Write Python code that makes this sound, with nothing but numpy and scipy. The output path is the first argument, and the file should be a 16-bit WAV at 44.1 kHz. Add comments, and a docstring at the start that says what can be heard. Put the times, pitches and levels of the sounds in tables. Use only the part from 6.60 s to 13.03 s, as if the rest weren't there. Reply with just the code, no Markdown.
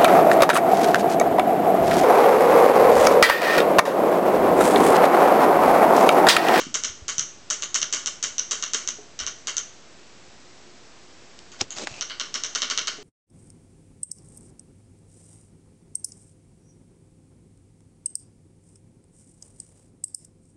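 """Living room: a toddler pushes a wooden wagon over carpet towards a hand-held camera.
A springy clicker at the wheels alternates a hard catch and a free snap; each rings the spring,
slats, handle and crate and echoes off the walls. Feet and wagon add soft thuds and two dull knocks.
While the wagon pauses, a hand bumps and rubs the camera. Steady room noise lies underneath."""
import sys
import numpy as np
from scipy import signal
from scipy.fft import rfft, irfft
from scipy.io import wavfile

SR = 44100
rng = np.random.default_rng(int(sys.argv[2]) if len(sys.argv) > 2 else 0)


def to_wav(sig):
    """Store sig (one row per channel, or 1-D mono) as 16-bit WAV at the path in sys.argv[1].

    Samples outside -1..1 are clipped; the rate is SR.
    """
    pcm = np.clip(np.atleast_2d(sig), -1, 1) * 32767
    pcm = np.round(pcm).astype(np.int16)
    wavfile.write(sys.argv[1], SR, pcm.T)  # frames by channels


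N = 283563

# room noise and microphone hiss: f/Hz, level/dB
NOISE_SPECTRUM = [(15, -24), (25, -15), (32, -10), (188, -6), (330, -6), (356, 0), (383, -6.5), (540, -9),
                  (691, -9), (951, -12), (2540, -14), (3100, -15.5), (5580, -14.5), (7880, -19),
                  (8910, -35), (11600, -65.5), (19600, -120)]
# hand friction: f/Hz, level/dB
RUB_SPECTRUM = [(350, -29), (600, -2.5), (1080, -9), (1260, -11), (2600, -8.5), (6870, -7), (7870, -14),
                (8910, -23), (11600, -74), (19600, -120)]
# hand strokes: t/s, length/s, hiss/dB, final rumble/dB
HAND_STROKES = [(5.009, 0.0083, -34, -37), (5.169, 0.068, -35, -36), (5.276, 0.12, -45, -53)]
# camera bumps: t/s, tick/dB, ring f/Hz, ring width/Hz, crack re ring/dB, decay/s, thump/dB, thump f/Hz
CASE_BUMPS = [(4.7905, -34, 4200, 3000, -7, 0.0013, -66, 500),
              (5.0103, -18, 2780, 2400, -6, 0.0034, -36, 700),
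              (5.0136, -8, 5780, 1600, -13, 0.00094, -25.5, 260),
              (5.2717, -18.5, 1670, 500, -1.5, 0.0012, -26.5, 686),
              (5.341, -34, 2500, 1200, -13, 0.0015, -56, 300)]
# thuds of feet, wagon and camera grip: t/s, level/dB, f/Hz
SOFT_THUDS = [(0.018, -29.5, 282), (0.067, -22.5, 250), (0.295, -41, 75.6), (0.42, -34.5, 79),
              (0.582, -31.5, 140), (0.594, -40, 170), (1.228, -40, 160), (2.615, -39.5, 63),
              (5.011, -31, 104), (5.312, -35, 109)]
# knocks on the wagon: t/s, level/dB
WAGON_KNOCKS = [(2.384, -36), (6.382, -37.5)]
# low wagon modes: f/Hz, level/dB, T60/s
LOW_MODES = [(305, -1, .04), (420, -2, 0.12), (703, -3.5, .035)]
# wagon to camera: t/s, distance/m
WAGON_PATH = [(0, 3.64), (3, 2.84), (5.1, 3.1), (6.4, 1.7)]
# modes of thin slats, handle and whole crate: f/Hz, width/Hz, level/dB
SLAT_MODES = [(2786, 220, 7.5), (3122, 204, 8)]
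HANDLE_MODES = [(3824, 270, 4.5), (4174, 254, 6.4), (4920, 480, 10.7)]
CRATE_MODES = [(248.4, 37, -3.5), (438.4, 40, -2.5), (616, 43, -2.5), (1134, 186, 0), (1456, 117, 7),
               (1624, 340, 1), (2246, 353, 4.5)]
# clicker catches: t/s, spring/dB, spring f/Hz, wood/dB
CLICKER_CATCHES = [(0.0, -36.5, 6000, -41), (0.1427, -27, 6150, -35.5), (0.4815, -31, 6200, -37.5),
                   (0.9018, -26.5, 6140, -36.5), (1.1441, -24.5, 6020, -34.5), (1.3264, -27, 6150, -34.5),
                   (1.6275, -28, 6090, -36.5), (1.9108, -28, 6160, -36.5), (2.1345, -26.5, 6090, -34.5),
                   (2.5908, -35, 5700, -39.5), (2.8714, -32.5, 6200, -36.5), (4.9181, -54, 6260, -54.5),
                   (5.4982, -52, 5790, -41), (5.7418, -31.5, 5540, -38), (5.95, -30.5, 5770, -35),
                   (6.1002, -33, 5860, -35), (6.2724, -34.5, 5870, -35.5)]
# clicker snaps: t/s, spring/dB, spring f/Hz, spring width/Hz, wood/dB, wall echo re room/dB
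CLICKER_SNAPS = [(0.2367, -30, 6060, 1146, -38, -6), (0.582, -27, 6120, 810, -40.5, 0),
                 (1.0228, -33, 6430, 850, -39, -3.5), (1.2163, -31, 6000, 910, -37.5, 1),
                 (1.46, -31, 6080, 1420, -39, -2), (1.782, -29.5, 5990, 700, -41.5, -1),
                 (2.0252, -33, 6130, 920, -39, -2), (2.2754, -30.5, 6140, 870, -41, -3),
                 (2.6654, -33, 6040, 830, -42, -6.5), (2.968, -30.5, 6210, 880, -41.5, -2),
                 (5.106, -40, 6640, 690, -49.5, -12), (5.41, -34, 5910, 816, -41, -5.5),
                 (5.598, -37, 5800, 1250, -38, -5.5), (5.8364, -33, 6040, 990, -40.5, -10),
                 (6.0193, -33.5, 5800, 1220, -34.5, -6.5), (6.176, -32, 5900, 1040, -34.5, -5)]

CATCH = dict(edge_db=-15, crack_db=-11, crate_db=0.36, handle_hz=4140, handle_db=-2.5, handle_db_per_m=2,
             direct_db=-6, direct_db_per_m=1.5, rebound_db=-11.5, wall_path_m=5.4)
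SNAP = dict(edge_db=-27.5, crack_db=-14.5, crate_db=-1, handle_hz=3750, handle_db=-2, handle_db_per_m=1.5,
            direct_db=-2, direct_db_per_m=2.0, rebound_db=-23.5, wall_path_m=7.0)
REFERENCE_M, SOUND_M_PER_S = 3.0, 343
REBOUND_S, NEAR_ECHO_S, NEAR_ECHO_DB = 0.0024, 0.0066, -16


def from_db(db):
    return 10 ** (np.asarray(db) / 20)


def unit_rms(x):
    return x / np.sqrt(np.mean(x ** 2) + 1e-20)


def unit_energy(x):
    return x / np.sqrt(np.sum(x ** 2) + 1e-20)


def seconds(length_s):
    return np.arange(int(length_s * SR)) / SR


def add(out, start_s, sound):
    start = max(round(start_s * SR), 0)
    part = sound[:max(N - start, 0)]
    out[start:start + len(part)] += part


def band(x, hz, width_hz, order=2):
    low_hz = np.hypot(hz, width_hz / 2) - width_hz / 2
    return signal.sosfilt(signal.butter(order, [low_hz, low_hz + width_hz], "band", fs=SR, output="sos"), x)


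def noise_band(count, hz, width_hz):
    return unit_rms(band(rng.standard_normal(count), hz, width_hz))


def coloured_noise(spectrum):
    hz, db = np.transpose(spectrum)
    bins_hz = np.maximum(np.fft.rfftfreq(N, 1 / SR), 1)
    gain = from_db(np.interp(np.log(bins_hz), np.log(hz), db))
    return unit_rms(irfft(rfft(rng.standard_normal(N)) * gain, N))


def room_noise(level_db=-50.5):
    """Steady room noise and microphone hiss."""
    return from_db(level_db) * coloured_noise(NOISE_SPECTRUM)


def room_response(early_t60_s=0.21, late_t60_s=0.44, late_db=-5.5, build_s=0.0052, lumps_db=6):
    """Scatter off furniture and walls: lumpy, then smooth. Unit energy in the first 55 ms."""
    t = seconds(0.3)
    decay = np.hypot(from_db(-60 * t / early_t60_s), from_db(late_db - 60 * t / late_t60_s))
    build = 1 - np.exp(-(t / build_s) ** 2)
    jitter = np.interp(t, t[::40], rng.standard_normal(len(t[::40])))
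    lumps = from_db(lumps_db * np.exp(-t / 0.041) * jitter)
    tail = rng.standard_normal(len(t)) * lumps * decay * build
    return tail / np.sqrt(np.sum(tail[t < 0.055] ** 2))


def stroke(start_s, length_s, db, swell_db=0, attack_s=0.0091, release_s=0.014):
    """Sliding-hand envelope: attack, hold swelling up to db, release."""
    t = np.arange(N) / SR - start_s
    fade = np.exp(np.minimum(t, 0) / attack_s - np.maximum(t - length_s, 0) / release_s)
    return fade * from_db(db - swell_db * np.clip(1 - t / length_s, 0, 1))


def hand_rub(grain_db=3, grain_hz=400, press_db=15.5):
    """Stick-slip on the camera: rumble swells with pressure, a faint squeak as the hand lets go."""
    grain = signal.sosfilt(signal.butter(2, grain_hz, fs=SR, output="sos"), rng.standard_normal(N))
    grip = from_db(grain_db * unit_rms(grain))
    hiss = unit_rms(grip * coloured_noise(RUB_SPECTRUM))
    rumble = noise_band(N, hz=320, width_hz=280)
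    squeak = noise_band(N, hz=2570, width_hz=380)
    out = stroke(start_s=5.24, length_s=0.16, db=-46, swell_db=10.5) * squeak
    for start_s, length_s, hiss_db, rumble_db in HAND_STROKES:
        out += stroke(start_s, length_s, hiss_db) * hiss
        out += stroke(start_s, length_s, rumble_db, press_db) * rumble
    return out


def burst(hz, width_hz, decay_s):
    """Briefly shaken resonance, decaying from about rms 1."""
    envelope = np.exp(-seconds(0.05) / decay_s)
    return unit_energy(noise_band(len(envelope), hz, width_hz) * envelope) * np.linalg.norm(envelope)


def camera_bumps():
    """Hand knocks carried through the case: short and dry."""
    out = np.zeros(N)
    for start_s, tick_db, hz, width_hz, crack_db, decay_s, thump_db, thump_hz in CASE_BUMPS:
        ring = burst(hz, width_hz, decay_s)
        crack = from_db(crack_db) * burst(hz=3000, width_hz=5000, decay_s=decay_s)
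        thump = burst(thump_hz, width_hz=2.16 * thump_hz, decay_s=0.0055)
        add(out, start_s, from_db(tick_db) * (ring + crack) + from_db(thump_db) * thump)
    return out


def padded_mode(hz, db, t60_s, contact_s=0.0019):
    """One damped mode, softly struck."""
    t = seconds(0.25)
    return np.sin(2 * np.pi * hz * t) * from_db(db - 60 * t / t60_s) * (1 - np.exp(-t / contact_s))


def thuds_and_knocks(direct_db=2, room_db=-3, thud_t60_cycles=5.6):
    """Padded blows: a thud is one low mode, a knock rings the wagon's low modes."""
    out = np.zeros(N)
    knock = sum(padded_mode(*mode) for mode in LOW_MODES)
    thuds = [(start_s, padded_mode(hz, db, thud_t60_cycles / hz)) for start_s, db, hz in SOFT_THUDS]
    knocks = [(start_s, from_db(db) * knock) for start_s, db in WAGON_KNOCKS]
    for start_s, blow in thuds + knocks:
        add(out, start_s, from_db(direct_db) * blow)
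        add(out, start_s, from_db(room_db) * signal.fftconvolve(blow, room_response()))
    return out


def impulse():
    return np.r_[1, np.zeros(int(0.05 * SR))]


def wood_ring(modes):
    """Wooden part after one contact; modes alternate in sign."""
    return sum((-1) ** k * from_db(db) * band(impulse(), hz, width_hz, order=1)
               for k, (hz, width_hz, db) in enumerate(modes))


def click(start_s, spring_db, spring_hz, spring_width_hz, wood_db, echo_db, *, edge_db, crack_db, crate_db,
          handle_hz, handle_db, handle_db_per_m, direct_db, direct_db_per_m, rebound_db, wall_path_m):
    """One contact rings spring and wood; arrives direct, as sharp echoes and as room scatter."""
    distance_m = np.interp(start_s, *np.transpose(WAGON_PATH))
    closer_m = REFERENCE_M - distance_m

    ping = band(impulse(), spring_hz, spring_width_hz)
    edge = from_db(edge_db) * band(impulse(), hz=4170, width_hz=2200)
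    spring = from_db(spring_db) * unit_energy(ping + edge)
    slats = from_db(wood_db) * unit_energy(wood_ring(SLAT_MODES))
    handle_gain = from_db(wood_db + handle_db + handle_db_per_m * closer_m)
    handle = handle_gain * unit_energy(band(wood_ring(HANDLE_MODES), handle_hz, width_hz=1000))
    crate = from_db(wood_db + crate_db) * unit_energy(band(wood_ring(CRATE_MODES), hz=710, width_hz=1900))
    crack = from_db(wood_db + crack_db) * unit_energy(band(impulse(), hz=4000, width_hz=4200))

    # the wall echo lags more as the wagon nears
    wall_lag_s = (np.hypot(distance_m, wall_path_m) - distance_m) / SOUND_M_PER_S
    first_db = direct_db + direct_db_per_m * closer_m
    room = room_response()
    arrivals = np.zeros_like(room)
    for lag_s, db in [(0, first_db), (REBOUND_S, rebound_db),
                      (NEAR_ECHO_S, first_db + NEAR_ECHO_DB), (wall_lag_s, echo_db)]:
        arrivals[int(lag_s * SR)] += from_db(db)

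    sound = signal.fftconvolve(arrivals, crack)
    # slats and crate radiate sideways, so more via the room
    for ring, facing_db in [(spring, 0), (slats, -3), (handle, 0), (crate, -8)]:
        sound += signal.fftconvolve(room + from_db(facing_db) * arrivals, ring)
    return np.sqrt(0.05 * SR) * sound   # unit energy to unit rms over 50 ms


def clicker(catch_width_hz=1320, catch_echo_db=-12.5):
    """Rolling wheels work the spring: a broad, rebounding catch, then a narrow, more direct snap."""
    out = np.zeros(N)
    for start_s, spring_db, hz, wood_db in CLICKER_CATCHES:
        add(out, start_s, click(start_s, spring_db, hz, catch_width_hz, wood_db, catch_echo_db, **CATCH))
    for start_s, spring_db, hz, width_hz, wood_db, echo_db in CLICKER_SNAPS:
        add(out, start_s, click(start_s, spring_db, hz, width_hz, wood_db, echo_db, **SNAP))
    return out


def scene():
    """Wagon, feet and camera handling over room noise; mono."""
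    return (room_noise() + clicker() + thuds_and_knocks() + hand_rub() + camera_bumps())[None, :]


def record(dry, stopband_hz=9300, dc_offset=0.0032):
    """Steep low-pass plus a small DC offset."""
    return signal.sosfilt(signal.cheby2(14, 60, stopband_hz, fs=SR, output="sos"), dry) + dc_offset


dry = scene()
out = record(dry)
to_wav(out)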